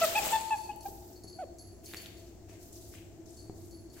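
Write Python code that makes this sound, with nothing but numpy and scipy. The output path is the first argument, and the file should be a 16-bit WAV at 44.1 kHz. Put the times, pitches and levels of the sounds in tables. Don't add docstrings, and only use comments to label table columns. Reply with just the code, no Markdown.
import sys
import numpy as np
from scipy import signal
from scipy.fft import rfft, irfft
from scipy.io import wavfile

SR = 44100
rng = np.random.default_rng(int(sys.argv[2]) if len(sys.argv) > 2 else 0)


def int16_out(signal):
    q = np.round(np.clip(np.atleast_2d(signal).T, -1, 1) * 32767)
    wavfile.write(sys.argv[1], SR, q.astype(np.int16))


N = 176400
LEFT_RIGHT = np.array([[1], [-1]])
SWISH_GRAIN, PITCH_JITTER = 0.37, 0.009


def undb(db):
    return 10 ** (np.asarray(db) / 20)


def unit(x):
    return x / np.sqrt(np.mean(x ** 2) + 1e-20)


def freqs():
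    return np.maximum(np.arange(N // 2 + 1) * SR / N, 1)


def along_hz(points):
    hz, value = np.array(points, float).T
    return np.interp(np.log(freqs()), np.log(hz), value)


def band(hz, width):
    f = freqs()
    return 1 / (1 + ((f * f - hz * hz) / (f * width)) ** 2)


def above(hz):
    return 1 / np.sqrt(1 + (hz / freqs()) ** 20)


def shape(x, gain):
    return irfft(rfft(x) * gain, N)


def band_noise(hz, width):
    return unit(shape(rng.standard_normal(N), band(hz, width)))


def walk(rate_hz):
    return unit(shape(rng.standard_normal(N), np.exp(-(freqs() / rate_hz) ** 2)))


def ports(x, part_hz=3224):
    side = shape(x[1], np.minimum(0.26 + freqs() / part_hz, 1))
    return x[0] + side * LEFT_RIGHT


def fibres(grain):
    return ports(rng.standard_normal((2, N)) * np.exp(grain * rng.standard_normal(N)))


def scratchy(x, flare_db=3.0):
    centres = np.geomspace(1000, 16000, 9)
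    regions = (shape(x, along_hz(list(zip(centres, share)))) for share in np.eye(len(centres)))
    return unit(sum(region * undb(flare_db * walk(60)) for region in regions))


def stroke(t, start, rise, hold, release_s=0.048):
    return np.clip((t - start) / rise, 0, 1) * np.exp(-np.maximum(t - start - rise - hold, 0) / release_s)


def ring(push, modes):
    t = np.arange(SR // 2) / SR
    tone = sum(undb(db) * np.sin(2 * np.pi * hz * t) * np.exp(-np.log(1000) * t / t60)
               for hz, db, t60 in modes)
    return signal.fftconvolve(push, tone)[:N]


def room(x, t):
    # f/Hz, t60/s
    decay_times = [(100, 0.66), (800, 1.03), (3300, 0.87), (7000, 1), (15000, 0.56)]
    centres, t60s = np.array(decay_times).T
    noise = ports(rng.standard_normal((2, N)), part_hz=1210) / np.sqrt(2)
    onset = np.clip((t - .004) / 0.0038, 0, 1)
    tail = 0
    for share, t60 in zip(np.eye(len(centres)), t60s):
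        fall = np.exp(-np.log(1000) * t / t60) * onset
        tail += shape(noise, along_hz(list(zip(centres, share)))) * fall / np.linalg.norm(fall)
    return signal.fftconvolve(x, tail, axes=1)[:, :N]


def appliance(t, room_tone_db=-54, side_db=-10.5):
    # f/Hz, relative level/dB
    room_tone = [(20, -6), (40, -31), (58, 6.5), (80, -2), (120, -6), (170, -9), (260, -6.5), (370, -7),
                 (520, -16), (720, -17), (1100, -30), (2000, -32.5), (3300, -39), (7500, -30.5),
                 (10000, -46), (16000, -38.5)]
    # f/Hz, width/Hz, first level/dB, last level/dB
    hum = [(97.85, 14.4, -67, -53), (333.5, 27, -63, -55), (353.6, 23, -57.5, -63),
           (658.4, 53, -62.5, -67.5)]
    out = undb(room_tone_db) * unit(shape(ports(rng.standard_normal((2, N))), undb(along_hz(room_tone))))
    for hz, width, first, last in hum:
        mid, side = band_noise(hz, width), band_noise(hz, width)
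        out += undb(first + (last - first) * t / t[-1]) * (mid + undb(side_db) * side * LEFT_RIGHT)
    return out


def clothes(t, low_cut_hz=2550):
    # t/s, rise/s, hold/s, lower band level/dB, upper band level/dB
    swishes = [(0.549, .02, 0.08, -58.5, -64), (0.818, 0.016, 0.069, -57, -56),
               (0.927, 0.027, 0.18, -63.5, -65), (1.831, 0.016, 0.18, -60, -59),
               (2.153, 0.028, 0.1, -66.5, -74), (2.483, .008, 0.042, -61, -76),
               (2.581, 0.047, 0.051, -60.5, -64.5), (2.72, 0.011, 0.041, -55, -67),
               (2.801, 0.028, 0.11, -58.5, -66), (3.257, 0.0025, 0.16, -62, -83),
               (3.506, 0.09, 0.087, -64.5, -70), (3.924, 0.016, .06, -60.5, -67)]
    # f/Hz, width/Hz
    cloth_bands = [(6500, 6400), (14000, 3600)]
    out = 0
    for k, (hz, width) in enumerate(cloth_bands):
        power = sum((undb(dbs[k]) * stroke(t, start, rise, hold)) ** 2
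                    for start, rise, hold, *dbs in swishes)
        friction = scratchy(shape(fibres(SWISH_GRAIN), band(hz, width) * above(low_cut_hz)))
        out += np.sqrt(power) * friction
    return out


def slippers(t):
    # t/s, rise/s, hold/s, level/dB, f/Hz
    scuffs = [(1.823, 0.11, 0.14, -57.5, 2600), (2.484, .006, 0.067, -66, 2110),
              (2.92, 0.011, 0.054, -61, 2270), (3.941, 0.065, .05, -57.5, 1650)]
    rub = scratchy(fibres(SWISH_GRAIN))
    return sum(undb(db) * stroke(t, start, rise, hold) * unit(shape(rub, band(hz, width=hz)))
               for start, rise, hold, db, hz in scuffs)


def boards(t, tick_decay_s=0.00078, sole_hz=960):
    # t/s, level/dB, f/Hz
    ticks = [(.41, -34, 10700), (0.761, -42, 13950), (1.543, -58, 7620), (1.9369, -32.5, 2440),
             (1.9456, -34.5, 2400), (2.06, -38.5, 3060), (2.496, -46.5, 2320), (2.939, -46, 1700)]
    # t/s, level/dB
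    bumps = [(0.887, -42), (1.244, -43), (1.942, -44.5), (2.496, -48), (3.497, -36.5)]
    # f/Hz, level/dB, t60/s
    floor_modes = [(105, -14, 0.13), (235, 3.5, 0.012), (365.6, 3.5, 0.031), (720, -6, 0.038)]
    ticking, push = 0, np.zeros(N)
    for start, db, hz in ticks:
        fall = (t >= start) * np.exp(-np.abs(t - start) / tick_decay_s)
        ticking += undb(db) * band_noise(hz, 0.93 * hz) * fall
    for start, db in bumps:
        push[int(start * SR)] = undb(db)
    return ticking + shape(ring(push, floor_modes), 1 / (1 + 1j * freqs() / sole_hz))


def squeaks(t):
    # t/s, length/s, level/dB, first f/Hz, last f/Hz
    glides = [(0.709, 0.014, -53.5, 2580, 3190), (1.914, 0.044, -57, 14400, 14200),
              (2.168, 0.038, -66, 15800, 13500)]
    out, waver = np.zeros(N), 1 + PITCH_JITTER * walk(360)
    for start, length, db, first, last in glides:
        progress = np.clip((t - start) / length, 0, 1)
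        hz = (first + (last - first) * progress) * waver
        out += undb(db) * np.sin(np.pi * progress) * np.sin(2 * np.pi * np.cumsum(hz) / SR)
    return out


def sack(t, settle_s=0.12):
    # t/s, level/dB
    levels = [(0, -35), (.05, -33), (.12, -39.5), (.17, -39), (.235, -37), (0.255, -32.5), (.295, -38),
              (0.317, -36), (.37, -47.5), (.44, -52), (.6, -66)]
    # f/Hz, relative level/dB
    colour = [(60, -3), (200, -1.5), (500, 4.5), (1100, 0), (2200, -0.5), (3500, -1.5), (6000, -4.5),
              (7600, 0.5), (10000, -10), (12500, -6), (16000, -7)]
    times, db = np.array(levels).T
    cloth = scratchy(shape(fibres(grain=0.44), undb(along_hz(colour))))
    return cloth * undb(np.interp(t, times, db)) * np.exp(-np.maximum(t - times[-1], 0) / settle_s)


def bell(t, hits_per_s=460, tick_db=1, tick_decay_s=.008, roll_db=-11):
    # t/s, low ring level/dB, high ring level/dB, rattle time/s
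    shakes = [(0.356, -47.5, -69, 0.033), (0.481, -57.5, -56, 0.034), (0.559, -57, -54, 0.065),
              (.637, -61.5, -63, 0.035), (.808, -61.5, -56, 0.018), (1.158, -64, -76, 0.035),
              (1.236, -60, -57.5, 0.041), (1.278, -58.5, -56.5, 0.08), (1.585, -59, -53, 0.1),
              (1.859, -57, -51, 0.051), (1.967, -50, -54, 0.022), (2.017, -65, -54, 0.035),
              (2.17, -65.5, -68, 0.035), (3.371, -60, -64, 0.089), (3.71, -64, -60, 0.095),
              (3.9, -67, -67, 0.14)]
    # f/Hz, relative level/dB, t60/s
    low_modes = [(4432, -2, 0.11), (4492, -6, 0.13), (4880, -12, .05), (6330, -18, 0.09),
                 (6430, -20, 0.065)]
    high_modes = [(10940, -14, 0.11), (11100, -11, 0.07), (11530, -30, 0.04)]
    ringing, contact, size = np.zeros(N + SR), np.zeros(N + SR), SR // 3
    age = t[:size]
    tick = undb(tick_db) * np.exp(-age / tick_decay_s)
    for start, low, high, length in shakes:
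        span = slice(int(start * SR), int(start * SR) + size)
        rattle = np.exp(-(age / length) ** 2)
        hits = (rng.random(size) < hits_per_s / SR) * rng.standard_normal(size) * rattle * .5
        hits[0] = 1
        for modes, db in ((low_modes, low), (high_modes, high)):
            for hz, mode_db, t60 in modes:
                tone = ring(hits, [(hz, 0, t60)])[:size]
                ringing[span] += undb(db + mode_db) * tone / np.std(tone[:SR // 25])
        contact[span] += undb((low + high) / 2) * (tick + undb(roll_db) * rattle)
    scrape = contact[:N] * band_noise(hz=6560, width=2300)
    return shape(ringing[:N] + scrape, above(hz=4100))


def snout(f, db=-30, hz=8000, width_hz=1500):
    return undb(db) * np.exp(-((f - hz) / width_hz) ** 2 / 2)


def ferret(t, shimmer_db=.9, flutter_db=2.5, rasp_db=-27.5, relax_db=-6.5):
    # t/s, length/s, level/dB, first f/Hz, crest f/Hz, last f/Hz, crest position/share, attack/s,
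    # release/share, 2nd, 3rd and 4th harmonic/dB, left minus right/dB, room feed/dB
    chirps = [(0.012, 0.05, -25, 686.5, 661, 562, 0.46, 0.01, 0.34, -7.5, -16.5, -15, 0, -7),
              (0.148, 0.055, -29, 760, 875, 742, 0.51, 0.018, 0.17, -15.5, -2.5, -14.5, 2, -3.5),
              (.318, 0.071, -26, 876.6, 891.2, 855, 0.45, 0.02, 0.34, -15, -18, -18.5, 1, -6),
              (0.506, 0.0613, -28, 883, 884, 797, 0, 0.0036, 0.5, -18.5, -11, -30, 2, -5.5),
              (.689, 0.035, -34.5, 804, 854, 835, 0.12, 0.01, 0.63, -26, -16, -51, 6, -5.5),
              (.853, 0.025, -36.5, 790, 796, 820, 0.55, 0.0052, 0.26, -25, -29, -40, -1, -9),
              (1.386, 0.058, -39, 722, 751, 488, 0.38, 0.0092, 0.033, -19, -27, -39, -1, -11)]
    direct, room_feed = np.zeros((2, N)), np.zeros((2, N))
    waver = 1 + PITCH_JITTER * walk(310)
    shimmer = undb(shimmer_db * walk(190))
    flutter = [undb(flutter_db * walk(110)) for _ in range(10)]
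    rasp = undb(rasp_db) * band_noise(hz=2770, width=1385)
    for start, length, db, first, crest, last, crest_at, attack, release, h2, h3, h4, pan, wet in chirps:
        on = (t >= start) & (t < start + length)
        progress = (t[on] - start) / length
        crest_at = np.clip(crest_at, .05, .95)
        approach = (first - crest) * (1 - progress / crest_at) ** 2
        sag = (last - crest) * np.abs((progress - crest_at) / (1 - crest_at)) ** 1.7
        hz = crest + np.where(progress < crest_at, approach, sag)
        phase = 2 * np.pi * np.cumsum(hz * waver[on]) / SR
        onset = np.sin(np.pi / 2 * np.minimum(progress * length / attack, 1))
        effort = onset * np.minimum((1 - progress) / release, 1)
        overtone_dbs = [h2, h3, h4] + [h4 - 5.5 * step for step in range(2, 9)]
        overtones = sum((undb(level) + snout(n * hz)) * flutter[n - 2][on] * np.sin(n * phase)
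                        for n, level in enumerate(overtone_dbs, start=2))
        relax = undb(relax_db * progress ** 4.5)
        edge = overtones * relax + rasp[on] * np.cos(phase / 2) ** 2
        voice = (effort * np.sin(phase) + effort ** 1.34 * edge) * shimmer[on]
        direct[:, on] = np.sqrt(2) * voice * undb(db + pan * LEFT_RIGHT / 2)
        room_feed[:, on] = undb(wet) * direct[:, on]
    return direct, room_feed


def scene(right_lag_s=.00006):
    # f/Hz, left minus right/dB
    balance = [(100, 0.6), (750, 3.5), (2000, 1.5), (4500, 5), (7500, 5.5), (9500, 1), (11000, -11.5),
               (13000, -8.5), (16000, -6)]
    t = np.arange(N) / SR
    chirps, room_feed = ferret(t)
    room_feed = shape(room_feed, undb(along_hz([(1000, 0.015), (2000, -8.5)])))
    others = [(sack(t), -4), (bell(t), -5), (clothes(t) + slippers(t), -5), (boards(t) + squeaks(t), -2.5)]
    echo = room(room_feed + sum(undb(wet) * x for x, wet in others), t)
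    around = sum(x for x, _ in others) + echo + appliance(t)
    chirps[1] = shape(chirps[1], np.exp(-2j * np.pi * freqs() * right_lag_s))
    return chirps + shape(around, undb(along_hz(balance) * LEFT_RIGHT / 2))


def record(dry):
    return signal.sosfilt(signal.ellip(10, .2, 80, 15800, fs=SR, output="sos"), dry)


dry = scene()
out = record(dry)
int16_out(out)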